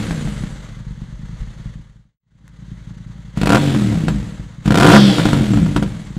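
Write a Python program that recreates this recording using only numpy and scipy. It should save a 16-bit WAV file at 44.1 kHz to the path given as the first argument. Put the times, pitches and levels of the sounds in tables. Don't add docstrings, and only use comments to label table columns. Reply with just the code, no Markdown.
import sys
import numpy as np
from scipy import signal
from scipy.fft import rfft, irfft, next_fast_len
from scipy.io import wavfile
from scipy.ndimage import uniform_filter1d, map_coordinates

SR = 44100
rng = np.random.default_rng(int(sys.argv[2]) if len(sys.argv) > 2 else 0)


def log_audio(samples):
    frames = np.atleast_2d(samples).T
    limited = np.clip(frames, -1, 1)
    pcm = np.round(limited * 32767).astype(np.int16)
    wavfile.write(sys.argv[1], SR, pcm)


N = 272538
TIME = np.arange(N) / SR
SWAP_S = 2.19
IDLE_HZ = 11
TOP_HZ, RING_SAMPLES = 15650, 8192

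def amp(db):
    return 10 ** (np.asarray(db) / 20)

def along(points, hz):
    knots_hz, values = np.transpose(points)
    return np.interp(np.log(hz + 1), np.log(knots_hz + 1), values)

def wobble(rate_hz):
    return map_coordinates(rng.standard_normal(int(N * rate_hz / SR) + 4), [TIME * rate_hz])

def filtered(x, response):
    size = next_fast_len(N + SR // 2)
    return irfft(rfft(x, size) * response(np.fft.rfftfreq(size, 1 / SR)), size)[..., :N]

def noise(spectrum):
    x = filtered(rng.standard_normal(N), lambda hz: amp(along(spectrum, hz)))
    return x / np.sqrt(np.mean(x ** 2) + 1e-20)

def place(start_s, sounds):
    at = np.round(np.asarray(start_s) * SR).astype(int)[:, None] + np.arange(sounds.shape[1])
    return np.bincount(np.maximum(at, 0).ravel(), sounds.ravel(), N)[:N]

# time_s, speed_hz
IDLE_SPEEDS = [(1.15, 9.185), (1.42, 11.495), (1.85, 9.621), (2.2, 11.578), (2.9, 10.314), (3.2, 10.92)]
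# start_s, top_s, top_hz, rise_power, drag_per_s, friction_hz
REV_RUNS = [(-.35, -.1, 39.189, 1, .915, 16.831), (3.371, 3.596, 48.999, .93, 1.17, 9.356),
            (4.6, 4.945, 70.59, 1.3, 1.274, 2.365)]
def engine_speed(hang_s=.14):
    idle = np.interp(TIME, *np.transpose(IDLE_SPEEDS))
    speed = idle
    for start_s, top_s, top_hz, rise_power, drag_per_s, friction_hz in REV_RUNS:
        from_hz = np.interp(start_s, TIME, speed)
        progress = np.clip((TIME - start_s) / (top_s - start_s), 0, 1)
        rise = from_hz + (top_hz - from_hz) * progress ** rise_power
        age = np.maximum(TIME - top_s, 0)
        fall = (top_hz + friction_hz) * np.exp(-drag_per_s * age * age / (age + hang_s)) - friction_hz
        speed = np.select([TIME < start_s, TIME < top_s], [speed, rise], np.maximum(fall, idle))
    return speed

# open_s, shut_s, strength_db
THROTTLE_BLIPS = [(3.349, 3.562, -0.5), (4.639, 4.967, 1)]
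def rider(speed, attack_s=.024, release_s=.031, twist_s=.16):
    load, opening, strength_db = np.zeros((3, N))
    for open_s, shut_s, db in THROTTLE_BLIPS:
        on = np.clip((TIME - open_s) / attack_s, 0, 1) * np.clip(1 - (TIME - shut_s) / release_s, 0, 1)
        load += on
        opening += on * np.interp(TIME, [open_s, open_s + twist_s], [.22, 1])
        strength_db += on * db
    coast_opening = .22 * np.clip((speed - 15) / 30, 0, 1)
    throttle = np.clip(opening + (1 - load) * coast_opening, 0, 1)
    return load, throttle, strength_db

def rev_db(speed, idle_db, db_per_octave):
    return idle_db + db_per_octave * np.log2(speed / IDLE_HZ)

def firings(cycle):
    turns = (np.arange(int(cycle[-1]) + 1)[:, None] + [0, 270 / 720]).ravel()
    return np.searchsorted(cycle, turns[turns < cycle[-1]])

# centre_hz, width_hz, gain_db
QUIET_MODES = [(47, 24, 8), (101, 56, 6.5), (154.3, 29, 4), (207.5, 45, 2), (282, 47, -10.5), (465, 530, 0),
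               (760, 246, -17.5), (1560, 1300, -2)]
OPEN_MODES = [(56, 3, 6), (104.7, 78, 3.5), (166.4, 44, 2.5), (203.2, 39, -2.5), (275, 23, -4.5),
              (296.5, 27, 1), (365.3, 8.2, -1), (520, 23, 0.5), (683, 21.4, -1), (722, 85, -1.5),
              (954, 18, 1), (987, 22.7, 0.5), (1038, 14, -1), (1184, 93, -4.5), (1380, 70, 2),
              (1492, 19, -5.5), (1600, 16, -32), (3130, 1200, -4)]
def puffs(start_s, edge_hz, shock, shock_db, shock_hz=480, shock_delay_s=.001225, packing_hz=1650):
    hz = np.fft.rfftfreq(RING_SAMPLES, 1 / SR)
    def pipe(modes):
        return sum(amp(db) * 1j * hz * width / (centre ** 2 - hz ** 2 + 1j * hz * width)
                   for centre, width, db in modes)
    edge, steep, packing = 1j * hz / edge_hz[:, None], 1j * hz / shock_hz, 1j * hz / packing_hz
    push = 1 / ((1 + .765 * edge + edge ** 2) * (1 + 1.848 * edge + edge ** 2))
    front = amp(shock_db) * np.clip(shock, 0, 1.3)[:, None] * (steep / (1 + steep)) ** 2
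    front *= np.exp(-2j * np.pi * hz * shock_delay_s)
    front /= (1 + packing) * (1 + packing + packing ** 2)
    notch_hz, notch_width_hz = 84, 38
    chamber = (notch_hz ** 2 - hz ** 2) / (notch_hz ** 2 - hz ** 2 + 1j * hz * notch_width_hz)
    resonance = np.where(start_s[:, None] < SWAP_S, pipe(QUIET_MODES), pipe(OPEN_MODES))
    return (push + front) * chamber * resonance

# speed_hz, level_db
QUIET_COAST_LEVELS = [(9.5, -33.5), (11.5, -32.5), (14.5, -38.5), (20, -31.5), (26, -29.5), (37, -22.5)]
OPEN_COAST_LEVELS = [(11, -36.5), (14, -37), (18, -35.5), (23, -26), (29, -19.5), (45, -14.5), (58, -23),
                     (68, -9.5)]
def exhaust(at, speed, load, throttle, strength_db, idle_edge_hz=160, jitter_s=.00022):
    quiet = TIME < SWAP_S
    coast_db = np.where(quiet, along(QUIET_COAST_LEVELS, speed), along(OPEN_COAST_LEVELS, speed))
    level_db = load * rev_db(speed, -18.5, 4.5) + (1 - load) * coast_db + strength_db
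    stumble = np.where(quiet, 1, (1 - load) * np.clip((speed - IDLE_HZ) / 5, 0, 1))
    scatter_db = 2.85 + .15 * stumble
    time_draw, edge_draw, size_draw = rng.standard_normal((len(at), 3)).T
    start_s = at / SR + jitter_s * time_draw
    edge_octaves = np.sqrt(throttle[at]) + .08 * edge_draw
    edge_hz = idle_edge_hz * (speed[at] / IDLE_HZ) ** .14 * 2 ** edge_octaves
    shock = throttle[at] ** 2 + .038 * (speed[at] / 50) ** 2
    flow = 1j * np.fft.rfftfreq(RING_SAMPLES, 1 / SR) / (18 + speed[at, None])
    highpass = flow ** 2 / (1 + np.sqrt(2) * flow + flow ** 2)
    rings = irfft(puffs(start_s, edge_hz, shock, shock_db=-2.5) * highpass)
    size = amp(level_db[at] + scatter_db[at] * size_draw) * np.sqrt(SR / (2 * speed[at]))
    return place(start_s, rings * (size / np.linalg.norm(rings, axis=1))[:, None])

# freq_hz, density_db
GAS_SPECTRUM = [(260, -17.5), (450, -3.5), (477, -2), (522, -5.5), (651, -9), (889, -13.5), (972, -18),
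                (1390, -13.5), (2620, -16), (3370, -17), (6180, -26), (7600, -25), (11300, -35.5),
                (13900, -40.5), (15500, -47.5)]
VALVE_SPECTRUM = [(220, 8), (380, -0.5), (535, 1), (729, -6), (906, -2.5), (1530, -2), (2090, -2),
                  (2410, -11), (3330, -6.5), (4400, -9.5), (5310, -17), (6390, -10), (8580, -20),
                  (11500, -29.5), (15500, -46)]
def hiss(at, cycle, speed, load, throttle, strength_db, jet_rise_s=.0018, jet_decay_s=.0042):
    quiet = TIME < SWAP_S
    loaded_db = rev_db(speed, -30.5, 5) - 9 * (1 - throttle)
    coast_db = np.where(quiet, rev_db(speed, -49, 8.5), rev_db(speed, -53, 10.5))
    level_db = load * loaded_db + (1 - load) * coast_db + strength_db
    t = np.arange(SR // 20) / SR
    jet = np.exp(-t / jet_decay_s) * (1 - np.exp(-t / jet_rise_s))
    jets = place(at / SR, amp(rng.normal(0, .88, (len(at), 1))) * jet)
    jets /= np.sqrt(np.abs(uniform_filter1d(jets ** 2, SR // 12)) + 1e-6)
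    pulsing = np.clip(.28 + .83 * throttle, 0, .9)
    gas = noise(GAS_SPECTRUM) * (1 - pulsing + pulsing * jets) * amp(3)
    clatter = 1 + .048 * np.cos(2 * np.pi * 8 * cycle) * np.cos(np.pi * cycle) ** 2
    valves = noise(VALVE_SPECTRUM) * clatter * amp(2 + 1.74 * wobble(97))
    gas_share = np.clip((level_db + 50) / 20, 0, 1) * np.where(quiet, .5, 1)
    return amp(level_db) * (np.sqrt(gas_share) * gas + np.sqrt(1 - gas_share) * valves)

# freq_hz, gain_db
CASING_BANDS = [(4500, -30), (5800, -9), (6700, -6), (7400, 1), (8100, -2), (8600, -10), (9200, -5),
                (10200, -11), (11500, -16), (13000, -38)]
def valve_whine(cycle, speed, teeth=40, flicker_db=3.5, flutter_rad=.7):
    tones = np.zeros(N)
    for harmonic in range(3, 14):
        hz = harmonic * teeth * speed
        gain = amp(along(CASING_BANDS, hz) + flicker_db * wobble(55)) * (hz < TOP_HZ)
        tones += gain * np.sin(2 * np.pi * harmonic * teeth * cycle + flutter_rad * wobble(260))
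    onset = np.clip((speed - IDLE_HZ) / 4, 0, 1)
    gain_db = np.where(TIME < SWAP_S, -48.5, -53.5)
    return tones * onset * amp(gain_db) * (speed / 30) ** 2

# start_s, level_db, shock_share
EXHAUST_BANGS = [(.108, -6.5, 0.53), (0.251, -11.5, .05), (.273, -13, 0.5), (0.436, -12.5, 0.13),
                 (1.018, -20, 0.08), (3.746, -7.5, 1), (3.819, -17, 0.76), (3.923, -12.5, 0.62),
                 (4.082, -1, 0.77), (4.396, -16.5, 0.05), (5.183, -0.5, 1), (5.196, -3.5, 0.83),
                 (5.254, 3, 0.68), (5.287, -4, 0.8), (5.33, 1.5, 0.67), (5.535, -8, 1), (5.573, -5, 0.37),
                 (5.662, -10, 0.57), (5.762, 2, 0.74), (5.825, -5.5, 1), (6.166, -12, 0.09)]
def exhaust_bangs(soft_edge_hz=210, detune=.055, spit_db=-19, spit_rise_s=.00052, spit_decay_s=.011):
    start_s, level_db, shock = np.transpose(EXHAUST_BANGS)
    rings = irfft(puffs(start_s, soft_edge_hz * 2 ** shock, shock, shock_db=-6.5))
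    n = np.arange(RING_SAMPLES)
    rings = np.array([np.interp(n * np.exp(detune * rng.standard_normal()), n, ring) for ring in rings])
    booms = place(start_s, rings * (amp(level_db) / np.abs(rings).max(axis=1))[:, None])
    t = np.arange(SR // 16) / SR
    envelope = np.exp(-t / spit_decay_s) * (1 - np.exp(-t / spit_rise_s))
    spits = np.outer(amp(level_db + spit_db) * np.sqrt(shock), envelope)
    return booms + place(start_s, spits) * noise(GAS_SPECTRUM)

# start_s, level_db
IDLE_THUDS = [(1.147, -30), (1.402, -18)]
def thuds(pitch_hz=42, rise_s=.0085):
    start_s, level_db = np.transpose(IDLE_THUDS)
    t = np.arange(SR // 5) / SR
    envelope = t / rise_s * np.exp(1 - t / rise_s)
    return place(start_s, np.outer(amp(level_db), -np.sin(2 * np.pi * pitch_hz * t) * envelope))

def tick(start_s=2.479, gain_db=-33.5, decay_s=.0016):
    age = np.maximum(TIME - start_s, 0)
    bright = noise([(300, -18), (1500, 14), (4000, -12), (6500, 3), (12000, -6), (16000, -14)])
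    return amp(gain_db) * (age > 0) * np.exp(-age / decay_s) * bright

# freq_hz, gain_db
SHELL_BANDS = [(2400, -24), (3000, -8), (3400, 0), (3850, -8), (4600, -9), (5600, -14), (6600, -25)]
def shell_zing(cycle, speed, gain_db=-32, onset_hz=30):
    tones = np.zeros(N)
    fast = speed > onset_hz
    for order in range(42, 96):
        band = amp(along(SHELL_BANDS, order * speed[fast]))
        drift_rad = np.interp(TIME[fast], np.arange(0, 7, 1 / 20), rng.normal(0, 1.3, 140))
        gain = band * rng.rayleigh()
        tones[fast] += gain * np.sin(2 * np.pi * (order * cycle[fast] + rng.random()) + drift_rad)
    onset = np.clip((speed - onset_hz) / 10, 0, 1)
    return tones * onset * amp(gain_db) * (speed / 68) ** 5.3

def door_echo(x, gain_db=-21, delay_s=.0062, cutoff_hz=3000):
    echo = filtered(x, lambda hz: np.exp(-2j * np.pi * hz * delay_s) / (1 + 1j * hz / cutoff_hz))
    return amp(gain_db) * echo

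# freq_hz, t60_s
YARD_DECAY = [(100, 0.35), (1000, 0.14), (10000, 0.014)]
def yard_reverb(x, gain_db, delay_s=.011):
    hz, t, spectra = signal.stft(rng.standard_normal(SR // 4), SR, nperseg=256)
    decay = amp(-60 * t / along(YARD_DECAY, hz)[:, None])
    tail = signal.istft(spectra * decay, SR, nperseg=256)[1]
    tail = np.pad(tail / np.linalg.norm(tail), (int(delay_s * SR), 0))
    return amp(gain_db) * signal.fftconvolve(x, tail)[:N]

def scene():
    speed = engine_speed()
    load, throttle, strength_db = rider(speed)
    cycle = np.cumsum(speed) / SR
    at = firings(cycle)
    bike = exhaust(at, speed, load, throttle, strength_db)
    bike += hiss(at, cycle, speed, load, throttle, strength_db)
    bike += valve_whine(cycle, speed) + shell_zing(cycle, speed) + exhaust_bangs() + thuds() + tick()
    mid = bike + door_echo(bike) + yard_reverb(bike, gain_db=-15)
    side = yard_reverb(bike, gain_db=-33)
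    return np.array([amp(.5) * (mid + side), mid - side])

def record(dry, fade_out_s=.51, fade_in_s=.47):
    clipped = dry / (1 + np.abs(dry) ** 10) ** (1 / 10)
    fade = np.interp(TIME, [SWAP_S - fade_out_s, SWAP_S, SWAP_S + fade_in_s], [1, 0, 1]) ** 2.02
    return filtered(clipped * fade, lambda hz: hz < TOP_HZ)

dry = scene()
out = record(dry)
log_audio(out)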